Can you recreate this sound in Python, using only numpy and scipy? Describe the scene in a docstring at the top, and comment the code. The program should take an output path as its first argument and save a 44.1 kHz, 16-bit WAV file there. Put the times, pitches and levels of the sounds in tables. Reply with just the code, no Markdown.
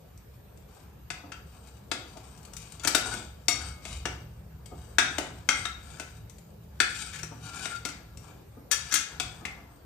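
"""A steel spatula works on an iron griddle in a tiled kitchen.
Room tone, far traffic and a faint high whine run from the start. The blade ticks and scrapes;
from 1.1 s blows ring blade and griddle, and bread and dishes bump the counter. Near 3 s the edge chatters
and squeals, then clinks on a plate at 3.5 s. The heaviest blows on the iron fall from 5 to 7 s, more
squeals near 7.6 s, a last clatter near 9 s. The left side faces the stove; the right is shaded and dull."""
import sys
import numpy as np
from scipy import signal
from scipy.io import wavfile
from scipy.ndimage import uniform_filter1d

SR = 44100
rng = np.random.default_rng(int(sys.argv[2]) if len(sys.argv) > 2 else 0)


def master_out(mix):
    """Clip the mix to full scale and print it as 16-bit PCM to the path in sys.argv[1]."""
    frames = np.transpose(np.atleast_2d(mix))
    ceiling = np.clip(frames, -1, 1)
    pcm = np.round(ceiling * 32767).astype(np.int16)
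    wavfile.write(sys.argv[1], SR, pcm)


N = 434385


def gain(db):
    """dB to amplitude."""
    return np.exp(np.asarray(db) * (np.log(10) / 20))


def unit_rms(x):
    """Scale to rms 1."""
    return x / np.sqrt(np.mean(x ** 2) + 1e-20)


def drift(window_samples, size=N):
    """Smoothed noise, rms 1."""
    return unit_rms(uniform_filter1d(rng.standard_normal(size), window_samples))


def at_hz(points, hz):
    """Spectrum table interpolated over log frequency."""
    table_hz, value = np.transpose(points)
    return np.interp(np.log(hz + 1), np.log(table_hz + 1), value)


def curves(rows):
    """Time table to one curve per column."""
    time_s, *columns = np.transpose(rows)
    return [np.interp(np.arange(N) / SR, time_s, column) for column in columns]


def swell(t, peak_s, rise_s, fall_s):
    """Asymmetric bell envelope, peak 1."""
    distance = np.where(t < peak_s, (peak_s - t) / rise_s, (t - peak_s) / fall_s)
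    return np.exp(-distance ** 1.63)


def add(mix, start_s, sound):
    """Mix in a sound at start_s."""
    part = mix[round(start_s * SR):][:len(sound)]
    part += sound[:len(part)]


def equalise(x, points):
    """Minimum-phase filter from (frequency [Hz], gain [dB]) points."""
    hz = abs(np.fft.fftfreq(4096, 1 / SR))
    log_gain = np.log(gain(np.maximum(at_hz(points, hz), -100)))
    taps = np.fft.ifft(np.exp(log_gain - 1j * signal.hilbert(log_gain).imag)).real[:2048]
    return signal.oaconvolve(x, taps)[:len(x)]


def narrow_band(x, hz, width_hz):
    """Two equal resonators in series, rms 1."""
    b, a = signal.iirpeak(hz, hz / width_hz, SR)
    return unit_rms(signal.lfilter(b, a, signal.lfilter(b, a, x)))


def ring(modes, t60_scale, favoured_hz=(), lift_db=0, tilt_db_oct=0, contact_ms=0.87, scatter=0,
         size=6000):
    """Decaying modes, onset rms 1; those near favoured_hz are lifted, contact damps the first moments."""
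    hz, db, t60_s = np.transpose(modes)[:, :, None]
    t = np.arange(size) / SR
    nearness = sum(np.exp(-(np.log(hz / f) / 0.028) ** 2) for f in favoured_hz)
    onset_db = db + lift_db * nearness + tilt_db_oct * np.log2(hz / 4000)
    level = gain(onset_db - 60 * t / (t60_s * t60_scale))
    phase = np.pi * (np.arange(len(hz))[:, None] + 2 * scatter * rng.random(hz.shape))
    damping = 1 + 1.3 * np.exp(-t * 1000 / contact_ms)
    attack = np.minimum(t * hz.min() / 0.56, 1)
    x = (level * np.sin(2 * np.pi * hz * t + phase)).sum(0) * damping * attack
    return x / np.sqrt(np.mean(x[:400] ** 2))


# Noise floor: (frequency [Hz], relative density [dB])
AIR_SPECTRUM = [(30, -46.5), (50, 2), (80, -4.5), (160, -10), (245, -22), (445, -17.5), (1000, -28.5),
                (2100, -34), (5700, -42.5), (8400, -46), (11000, -46), (14200, -55), (15000, -55),
                (16000, -81)]
# Floor coherence: (frequency [Hz], left-right correlation [0..1])
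AIR_COHERENCE = [(60, 0.98), (180, 0.83), (550, 0.19), (1650, 0.04), (4970, 0.01), (15000, 0.24)]
# Floor balance: (frequency [Hz], left over right [dB])
AIR_BALANCE = [(60, -1), (180, 2), (550, 3), (1650, 3.5), (4970, -6), (15000, -7.5)]


def room_tone():
    """Stereo rumble and hiss with drifting spectral patches."""
    frames, hz = N // 256 + 5, np.fft.rfftfreq(1024, 1 / SR)
    left_re, left_im, side_re, side_im, patches = rng.standard_normal((frames, 513, 5)).T
    patch_db = 2.2 * unit_rms(uniform_filter1d(uniform_filter1d(patches, 10, 0), 12, 1))
    coherence = at_hz(AIR_COHERENCE, hz)[:, None]
    left = left_re + 1j * left_im
    right = coherence * left + np.sqrt(1 - coherence ** 2) * (side_re + 1j * side_im)
    shape_db = at_hz(AIR_SPECTRUM, hz) + np.array([[0.5], [-0.5]]) * at_hz(AIR_BALANCE, hz)
    spectra = np.array([left, right]) * gain(shape_db[:, :, None] + patch_db)
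    return gain(-52.5) * unit_rms(signal.istft(spectra, nperseg=1024, noverlap=768)[1][:, :N])


# Engine swells: (time [s], deep level [dB], drone level [dB])
TRAFFIC_LEVELS = [(0.0, -54, -60), (3.18, -52, -52), (3.43, -50, -54.5), (3.73, -39, -49),
                  (3.84, -50.5, -58), (3.92, -40, -41.5), (3.98, -40, -57), (4.09, -45.5, -46.5),
                  (5.79, -50.5, -56.5), (6.8, -51.5, -47.5), (7.08, -49, -57), (7.21, -54.5, -45.5),
                  (9.03, -55, -65), (9.16, -49, -56), (9.41, -54.5, -52), (9.85, -54, -74)]
# Room resonances, three deep then three drone: (frequency [Hz], width [Hz], level [dB])
ROOM_MODES = [(52.05, 4.8, -2), (69.2, 20.3, 4), (87.4, 29, -6), (110, 8, 0.5), (157, 9.7, -0.5),
              (198.3, 8.3, -7.5)]


def traffic():
    """Far engines swell in the room's low resonances."""
    deep_db, drone_db = curves(TRAFFIC_LEVELS)
    noise, t = rng.standard_normal(N), np.arange(N) / SR
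    flutter_db = unit_rms(sum(np.sin(2 * np.pi * (hz * t + rng.random()))
                              for hz in np.geomspace(1.5, 7, 8)))
    bands = [gain(db) * narrow_band(noise, hz, width_hz) for hz, width_hz, db in ROOM_MODES]
    deep = gain(deep_db + flutter_db - 0.5) * unit_rms(sum(bands[:3]))
    drone = gain(drone_db - 1) * unit_rms(sum(bands[3:]))
    return deep + drone


# Stationary tones: (frequency [Hz], level [dB], wobble [Hz])
WHINE_TONES = [(9680, -80.5, 18), (14580, -70.5, 8)]
# Wandering tone: (time [s], frequency [Hz])
WHINE_PITCH = [(0, 11850), (.42, 12000), (.55, 11900), (1.3, 11930), (1.4, 12020), (2.8, 12060),
               (5.5, 12020), (5.7, 12130), (7.8, 12050), (8.7, 11850), (9.85, 12030)]


def whine():
    """Faint, thin high tones that waver in pitch and flicker in level."""
    out = np.zeros((2, N))
    channel_db, channel_rad = np.array([[-2], [0.5]]), np.array([[0], [1.3]])
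    for hz, db, wobble_hz in WHINE_TONES + [(curves(WHINE_PITCH)[0], -68.5, 50)]:
        cycles = np.cumsum(hz + wobble_hz * drift(900)) / SR
        flicker_db = 2 * drift(700)
        out += gain(db + flicker_db + channel_db) * np.sin(2 * np.pi * cycles + channel_rad)
    return out


# Contact noise: (frequency [Hz], relative density [dB])
CONTACT_SPECTRUM = [(600, -43.5), (1000, -14), (1350, -4), (1700, -10.5), (2300, -5), (4100, -9.5),
                    (5800, -9), (8200, -8), (11000, -22), (14400, -27), (16500, -50)]


def contact(tilt_db_oct, decay_ms):
    """Noise burst of an impact, onset rms 1."""
    t = np.arange(3000) / SR
    envelope = np.exp(-(t * 1000 / decay_ms) ** 0.83) * np.minimum(t / 0.0023, 1)
    spectrum = [(hz, db + tilt_db_oct * np.log2(max(hz, 2000) / 4000)) for hz, db in CONTACT_SPECTRUM]
    x = equalise(rng.standard_normal(len(t)) * envelope, spectrum)
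    return x / np.sqrt(np.mean(x[:400] ** 2))


# Steel blade: (frequency [Hz], level [dB], base t60 [s])
BLADE_MODES = np.transpose([ [2110, 2265, 2500, 2595, 2700, 2810, 3200, 3420, 3490, 3730, 3950, 4385, 4530, 4625, 4740, 5090, 5630, 5820, 6015, 6420, 6830, 7190, 7480, 7980, 8110, 8690, 9050, 9400, 10850, 13500],
               [0, -2.5, -1, -3.5, -5.5, -4.5, -2, -1, -5, 2.4, -7.5, -1, -3.5, -1.5, -6.5, -6, -2, 3.5, -3.5, -0.5, -2.5, 0, -4.5, -2.5, 0, -8.5, -6, -6.5, -8, -14],
               [0.099, 0.04, 0.11, 0.11, .12, 0.12, 0.1, .12, 0.07, 0.075, 0.13, 0.09, 0.1, 0.14, .13, 0.05, .06, .05, 0.06, .06, .11, 0.1, 0.09, 0.09, 0.04, 0.06, .09, 0.12, 0.03, 0.03]])
# Grazing touches: (time [s], contact level [dB], favoured mode [Hz])
BLADE_TICKS = [(0.175, -57.5, 6000), (0.573, -60.5, 7150), (0.747, -63, 3370), (1.671, -57, 7640),
               (2.375, -56, 5500), (2.429, -56.5, 8040), (2.45, -49, 4450), (2.534, -45, 5820),
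               (2.618, -50, 5580), (2.72, -46, 7200), (2.835, -42, 5840), (4.658, -48.5, 3260),
               (6.296, -50, 5950), (6.383, -54.5, 6910), (7.753, -48, 7900), (8.172, -48, 5530)]


def ticks(tilt_db_oct=5, contact_ms=4.3):
    """Light touches ring the blade, too weak to move the griddle."""
    out = np.zeros(N)
    for time_s, db, hz in BLADE_TICKS:
        add(out, time_s, gain(db) * contact(tilt_db_oct, contact_ms))
        blade = ring(BLADE_MODES, 1.9, [hz], lift_db=21.5, tilt_db_oct=tilt_db_oct,
                     contact_ms=contact_ms, scatter=0.96)
        add(out, time_s, gain(db - 6.5) * blade)
    return out


def flexing_blade(catches, t60_scale=0.4, spread_db=5, detune=0.012):
    """Tilt and flex shift the blade's modes: three postures fade in and out at random."""
    out = np.zeros(N)
    for _ in range(3):
        modes = BLADE_MODES + rng.standard_normal(BLADE_MODES.shape) * [0, spread_db, 0]
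        modes[:, 0] *= 1 + detune * rng.standard_normal(len(modes))
        share = np.maximum(drift(4000) + 0.4, 0)
        response = ring(modes, t60_scale, tilt_db_oct=1.5, size=2000)
        out += unit_rms(signal.oaconvolve(catches * share, response)[:N])
    return unit_rms(out)


# Iron griddle: (frequency [Hz], level [dB], base t60 [s])
GRIDDLE_MODES = np.transpose([ [1290, 1340, 1410, 1490, 1560, 1630, 1715], [-3, -4, -1.5, 0, -3, -2, 0],
                 [0.2, 0.3, 0.22, .16, 0.06, 0.12, 0.12]])
# Counter under griddle and plate: (frequency [Hz], level [dB], base t60 [s])
COUNTER_MODES = [(280, 1, 0.089), (350, -3.5, 0.15), (420, -2.5, 0.12), (520, -5, .08), (645, -4.5, 0.1),
                 (740, -2.5, 0.12), (900, -1, 0.07), (1230, -5, .1)]
# Edge over iron: (peak time [s], rise [s], fall [s], blade [dB], griddle [dB], bread [dB])
SCRAPE_STROKES = [(.76, 0.092, 0.13, -61.5, -75, -69), (1.18, 0.033, 0.14, -77, -80, -60.5),
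                  (1.6, 0.1, 0.18, -61, -70, -66), (2.12, 0.1, 0.3, -55, -70, -60.5),
                  (2.72, 0.21, 0.43, -54, -70, -64.5), (3.06, 0.039, 0.11, -41, -49.5, -46),
                  (3.65, 0.094, 0.052, -38.5, -49, -51), (3.92, 0.072, 0.06, -42, -68, -57.5),
                  (4.12, 0.065, 0.097, -56.5, -65.5, -59), (4.85, 0.16, .15, -58.5, -66, -64.5),
                  (5.16, 0.078, 0.21, -50, -57, -54.5), (5.57, .05, .09, -39, -50, -56),
                  (5.97, 0.14, 0.14, -49.5, -56, -61.5), (6.96, 0.097, 0.13, -38.5, -48.5, -60),
                  (7.17, 0.045, 0.063, -38.5, -55, -63), (7.6, 0.16, 0.11, -39.5, -52, -52),
                  (7.73, 0.043, 0.024, -55, -50, -61), (7.95, 0.097, 0.11, -63, -63, -65),
                  (8.3, 0.13, 0.073, -58, -69, -62), (8.88, 0.078, 0.12, -43, -55, -65),
                  (9.12, 0.034, 0.26, -53, -55, -56.5), (9.47, 0.06, 0.16, -64, -62, -56)]


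def scrapes(catches_per_s=5000, spread_db=3, patch_db=2.5, resting_db=(-71, -81, -72)):
    """The dragged edge catches on tiny bumps, driving damped blade and griddle modes; bread rubs along."""
    t = np.arange(0, N / SR + 0.01, 0.002)
    levels = gain(resting_db)[:, None] + sum(gain(db)[:, None] * swell(t, peak_s, rise_s, fall_s)
                                             for peak_s, rise_s, fall_s, *db in SCRAPE_STROKES)
    blade_gain, griddle_gain, bread_gain = (np.interp(np.arange(N) / SR, t, level) for level in levels)
    strength = gain(spread_db * np.minimum(rng.exponential(1, N), 5))
    catches = strength * (rng.random(N) < catches_per_s / SR)
    catches *= gain(patch_db * drift(600))  # rough patches of iron
    catches = unit_rms(catches * rng.choice([-1., 1.], N))
    blade = 0.5 * flexing_blade(catches) + 0.42 * unit_rms(equalise(catches, CONTACT_SPECTRUM))
    griddle = unit_rms(signal.oaconvolve(catches, ring(GRIDDLE_MODES, t60_scale=0.12))[:N])
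    bread = unit_rms(signal.oaconvolve(catches, ring(COUNTER_MODES, t60_scale=0.1))[:N])
    return blade_gain * blade + griddle_gain * griddle + bread_gain * bread


# Firm blows: (time [s], blade [dB], griddle [dB], thud [dB], contact [dB], tilt [dB/oct],
# t60 scale [ratio], favoured thud [Hz], five favoured metal modes [Hz])
SPATULA_BLOWS = [(1.103, -34.5, -38, -44, -36, -1.5, 0.6, 740, 1490, 1715, 2150, 2700, 4740),
                 (1.3188, -46, -44, -60, -42, -4, 1, 645, 1340, 1715, 2700, 3200, 4740),
                 (1.9147, -30, -40, -34, -29, -1.5, 0.8, 1230, 1715, 2590, 3420, 3730, 4530),
                 (2.17, -56, -62, -52, -50, 2, 0.79, 645, 1290, 3730, 4625, 5630, 7190),
                 (2.566, -46, -61, -68, -40, 5.5, 0.46, 645, 1290, 3730, 5630, 5820, 7480),
                 (2.7964, -43.5, -62, -57, -54, 1, 1, 645, 1490, 3420, 4530, 6830, 7190),
                 (2.848, -30.5, -35, -37, -32, 0.5, 0.9, 645, 1410, 2590, 6420, 6830, 8110),
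                 (2.8728, -29, -33, -34.5, -20, 3, 0.7, 880, 1290, 1715, 2590, 5630, 8110),
                 (2.948, -24, -28, -29, -17.5, 2.5, 0.5, 645, 1490, 2590, 3730, 5630, 8110),
                 (3.138, -52, -43, -42, -37, 3, 0.45, 345, 1490, 3730, 4530, 5630, 8110),
                 (3.483, -18, -46, -35, -22, 4.5, 0.5, 920, 3730, 4530, 5630, 5630, 7190),
                 (3.8518, -40, -55, -47, -43, 0.5, 0.76, 645, 1290, 2105, 3420, 5090, 6015),
                 (4.0544, -34, -33, -34.5, -33, -2, 1, 365, 1490, 1715, 2810, 4740, 5820),
                 (4.984, -18.5, -16.5, -30, -18, -2.5, 0.8, 740, 1560, 2265, 3490, 3730, 5820),
                 (5.1826, -33.5, -37, -30.5, -29, 0, 0.4, 645, 1290, 1490, 2105, 2810, 6830),
                 (5.4893, -18, -23, -39, -22, -1.5, 0.4, 280, 1290, 1630, 2105, 3200, 5820),
                 (5.6537, -29, -35, -47, -34, -1.5, 0.5, 740, 1340, 2105, 3730, 3730, 5820),
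                 (5.9977, -38.5, -41.5, -44, -38, 1.5, 0.45, 645, 1490, 2590, 3950, 5820, 7190),
                 (6.802, -19.5, -19, -36.5, -22, -0.5, 0.45, 500, 1410, 1715, 2500, 3420, 4385),
                 (7.232, -35, -43, -47, -40, 2, 0.4, 350, 1715, 2500, 5820, 5820, 7190),
                 (7.656, -34, -39, -45, -36, 0, 0.4, 645, 1410, 2105, 3730, 5820, 8110),
                 (7.851, -33, -45, -40, -32, 0.9, 0.3, 280, 1410, 2105, 4385, 6015, 7190),
                 (7.888, -44, -65, -49, -40.5, -1, 0.46, 280, 1410, 2105, 4625, 5820, 7190),
                 (8.7131, -25, -34, -47, -21.5, 6.5, 1.0, 420, 1715, 2150, 4625, 6830, 7980),
                 (8.925, -27, -35, -50, -36, 8, 0.6, 280, 1630, 4385, 5820, 6420, 7190),
                 (8.9399, -24, -33, -46, -21, 6, 0.37, 280, 1630, 2500, 3200, 6420, 7190),
                 (8.957, -28, -34, -60, -32, 5, 0.5, 280, 1630, 2500, 4385, 5820, 7190),
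                 (9.199, -28, -38, -40, -28.5, 0.1, 0.7, 740, 1410, 2590, 3420, 4740, 5630),
                 (9.452, -33, -50, -46, -36, -2, 0.7, 280, 2105, 2105, 2265, 2810, 4740)]


def blows(contact_ms=6.2):
    """Impacts ring blade, griddle and counter; the struck spot favours a few modes."""
    out = np.zeros(N)
    for (time_s, blade_db, griddle_db, thud_db, contact_db, tilt_db_oct,
         t60_scale, thud_hz, *metal_hz) in SPATULA_BLOWS:
        add(out, time_s, gain(contact_db) * contact(tilt_db_oct, contact_ms))
        blade = ring(BLADE_MODES, t60_scale, metal_hz, lift_db=10.5, tilt_db_oct=tilt_db_oct,
                     contact_ms=contact_ms, scatter=0.99)
        griddle = ring(GRIDDLE_MODES, 0.66 * t60_scale, metal_hz, lift_db=9,
                       contact_ms=contact_ms, scatter=0.96)
        thud = ring(COUNTER_MODES, 0.5, [thud_hz], lift_db=7, contact_ms=contact_ms, size=4000)
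        add(out, time_s, gain(blade_db) * blade + gain(griddle_db) * griddle)
        add(out, time_s, gain(thud_db) * thud)
    return out


# Bread and dishes landing: (time [s], level [dB], favoured mode [Hz])
SOFT_BUMPS = [(1.231, -44, 285), (2.151, -47, 656), (4.711, -44, 266), (7.31, -42, 269),
              (8.564, -46.5, 277), (9.411, -45.5, 270)]


def bumps(lead_s=300 / SR):
    """Slow, soft landings shake the counter briefly."""
    out = np.zeros(N)
    for time_s, db, hz in SOFT_BUMPS:
        force = rng.standard_normal(1500) * np.hanning(1500)
        counter = ring(COUNTER_MODES, 0.37, [hz], lift_db=14.5)
        add(out, time_s - lead_s, gain(db) * signal.oaconvolve(force / np.linalg.norm(force), counter))
    return out


# Blade chatter: (peak time [s], rise [s], fall [s], blade [dB], griddle [dB],
# favoured blade mode [Hz], favoured griddle mode [Hz])
BLADE_RATTLES = [(2.846, 0.016, 0.0066, -41, -39, 6830, 1410),
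                 (3.125, 0.011, 0.0099, -38, -36.5, 4530, 1490), (3.503, .006, .006, -31, -50, 5630, 1290),
                 (7.135, .008, 0.025, -43, -45, 2265, 1715), (7.758, 0.013, 0.01, -40.5, -52, 4625, 1410),
                 (8.722, 0.006, 0.012, -19, -28, 5820, 1715), (8.925, 0.011, 0.011, -30, -34, 5820, 1630),
                 (8.964, 0.022, 0.014, -24, -31, 6420, 1630)]


def rattles(knocks_per_s=1500):
    """Quick uneven rebounds, each ringing blade and griddle briefly."""
    out, t = np.zeros(N), np.arange(-0.1, 0.15, 1 / SR)
    for peak_s, rise_s, fall_s, blade_db, griddle_db, blade_hz, griddle_hz in BLADE_RATTLES:
        knocks = rng.standard_normal(len(t)) * (rng.random(len(t)) < knocks_per_s / SR)
        knocks = unit_rms(knocks) * swell(t, 0, rise_s, fall_s)
        blade = ring(BLADE_MODES, 0.3, [blade_hz], lift_db=10, size=2000)
        griddle = ring(GRIDDLE_MODES, 0.25, [griddle_hz], lift_db=10, size=2000)
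        for db, body in (blade_db, blade), (griddle_db, griddle):
            add(out, peak_s + t[0], gain(db) * signal.oaconvolve(knocks, body / np.linalg.norm(body)))
    return out


# Stick-slip of the edge: (peak time [s], rise [s], fall [s], level [dB], frequency [Hz])
EDGE_SQUEALS = [(3.05, 0.07, 0.07, -42, 1423), (3.14, .025, .015, -38, 1470),
                (5.549, 0.026, 0.1, -50, 1365), (7.47, .03, 0.027, -48.5, 1423),
                (7.545, 0.043, 0.035, -43.5, 1389), (7.615, 0.018, .025, -42.5, 1497),
                (7.66, .02, .03, -45, 1414), (7.745, 0.038, 0.052, -35, 1395),
                (7.862, .008, 0.029, -39, 1402)]


def squeals(waver_hz=8, rasp_gain=0.3):
    """Slips lock to one griddle mode: a wavering tone with a little rasp."""
    out, t = np.zeros(N), np.arange(-0.2, 0.3, 1 / SR)
    for peak_s, rise_s, fall_s, db, hz in EDGE_SQUEALS:
        tone = np.sin(2 * np.pi * np.cumsum(hz + waver_hz * drift(900, len(t))) / SR)
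        rasp = narrow_band(rng.standard_normal(len(t)), hz, width_hz=88)
        squeal = unit_rms(unit_rms(tone) + rasp_gain * rasp)
        add(out, peak_s + t[0], gain(db) * squeal * swell(t, 0, rise_s, fall_s))
    return out


# Glazed plate: (frequency [Hz], level [dB], base t60 [s])
PLATE_MODES = np.transpose([ [700, 1240, 2050, 2190, 2800, 3600, 3745, 4520, 5630, 6020, 6900, 7850],
               [-6, -6, -6, 5, -5, -8, -1, 0, 1, -5, -2, -8],
               [0.25, 0.9, 0.3, .62, 0.24, .3, 0.37, 0.5, .45, 0.3, 0.47, 0.2]])
# Blade on plate: (time [s], level [dB])
PLATE_CLINKS = [(3.483, -26.5), (3.852, -54), (4.055, -56), (4.658, -62), (8.172, -65.5)]


def clinks():
    """The struck plate rings on, lightly damped."""
    out = np.zeros(N)
    for time_s, db in PLATE_CLINKS:
        add(out, time_s, gain(db) * ring(PLATE_MODES, t60_scale=0.97, scatter=1, size=20000))
    return out


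# Tiled room decay: (frequency [Hz], t60 [s])
KITCHEN_T60 = [(250, 0.59), (660, 0.46), (1740, 0.49), (4590, 0.48), (12100, 0.24)]


def kitchen_reverb(x, movement_hz=1.3, common_bass_hz=800):
    """Sparse reflections decay band by band; three sets crossfade as the source moves."""
    out, angle = 0, 2 * np.pi * movement_hz * np.arange(N) / SR
    for k in range(3):
        taps = np.zeros((2, SR))
        arrivals = np.arange(100, SR - 20, 20) + rng.integers(0, 20, (2, (SR - 101) // 20))
        np.put_along_axis(taps, arrivals, rng.choice([-1., 1.], arrivals.shape), 1)
        hz, t, spectra = signal.stft(taps, SR, nperseg=256)
        coherence = 1 / (1 + (hz[:, None] / common_bass_hz) ** 2)
        spectra[1] = coherence * spectra[0] + np.sqrt(1 - coherence ** 2) * spectra[1]
        decay = gain(-60 * t / at_hz(KITCHEN_T60, hz)[:, None])
        tail = signal.istft(spectra * decay, SR, nperseg=256)[1][:, :SR // 2]
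        share = np.sqrt(2 / 3) * np.cos(angle + np.pi * k / 3)
        out += signal.oaconvolve((x * share)[None], tail / np.linalg.norm(tail[0]), axes=1)[:, :N]
    return out


# Shading of the right side: (frequency [Hz], loss [dB])
RIGHT_LOSS = [(60, -3.5), (110, 2), (200, 0.5), (380, -.5), (700, 1.5), (1290, 6.5), (2380, 4.5),
              (4400, 14.5), (8120, 21.5), (15000, 5.5)]


def scene():
    """Direct sound and reverb, shaded on the right, over the background; pure tones carry less room."""
    clatter = blows() + ticks() + bumps() + scrapes() + rattles()
    tones = squeals() + clinks()
    direct = gain([[0.5], [-4]]) * (clatter + tones)
    reverb = gain([[-4], [-1]]) * kitchen_reverb(clatter + 0.35 * tones)
    cooking = direct + reverb
    cooking[1] = equalise(cooking[1], [(hz, -db) for hz, db in RIGHT_LOSS])
    return gain(2.5) * cooking + room_tone() + traffic() + whine()


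def record(dry):
    """High-pass, soft clip, low-pass."""
    low_hz, high_hz, ceiling = 46, 16700, 0.85
    thinned = signal.sosfilt(signal.butter(4, low_hz, "high", fs=SR, output="sos"), dry)
    clipped = ceiling * np.tanh(thinned / ceiling)
    lowpass = signal.firwin(511, high_hz, window=("kaiser", 9), fs=SR)
    return signal.oaconvolve(clipped, lowpass[None], "same")


dry = scene()
out = record(dry)
master_out(out)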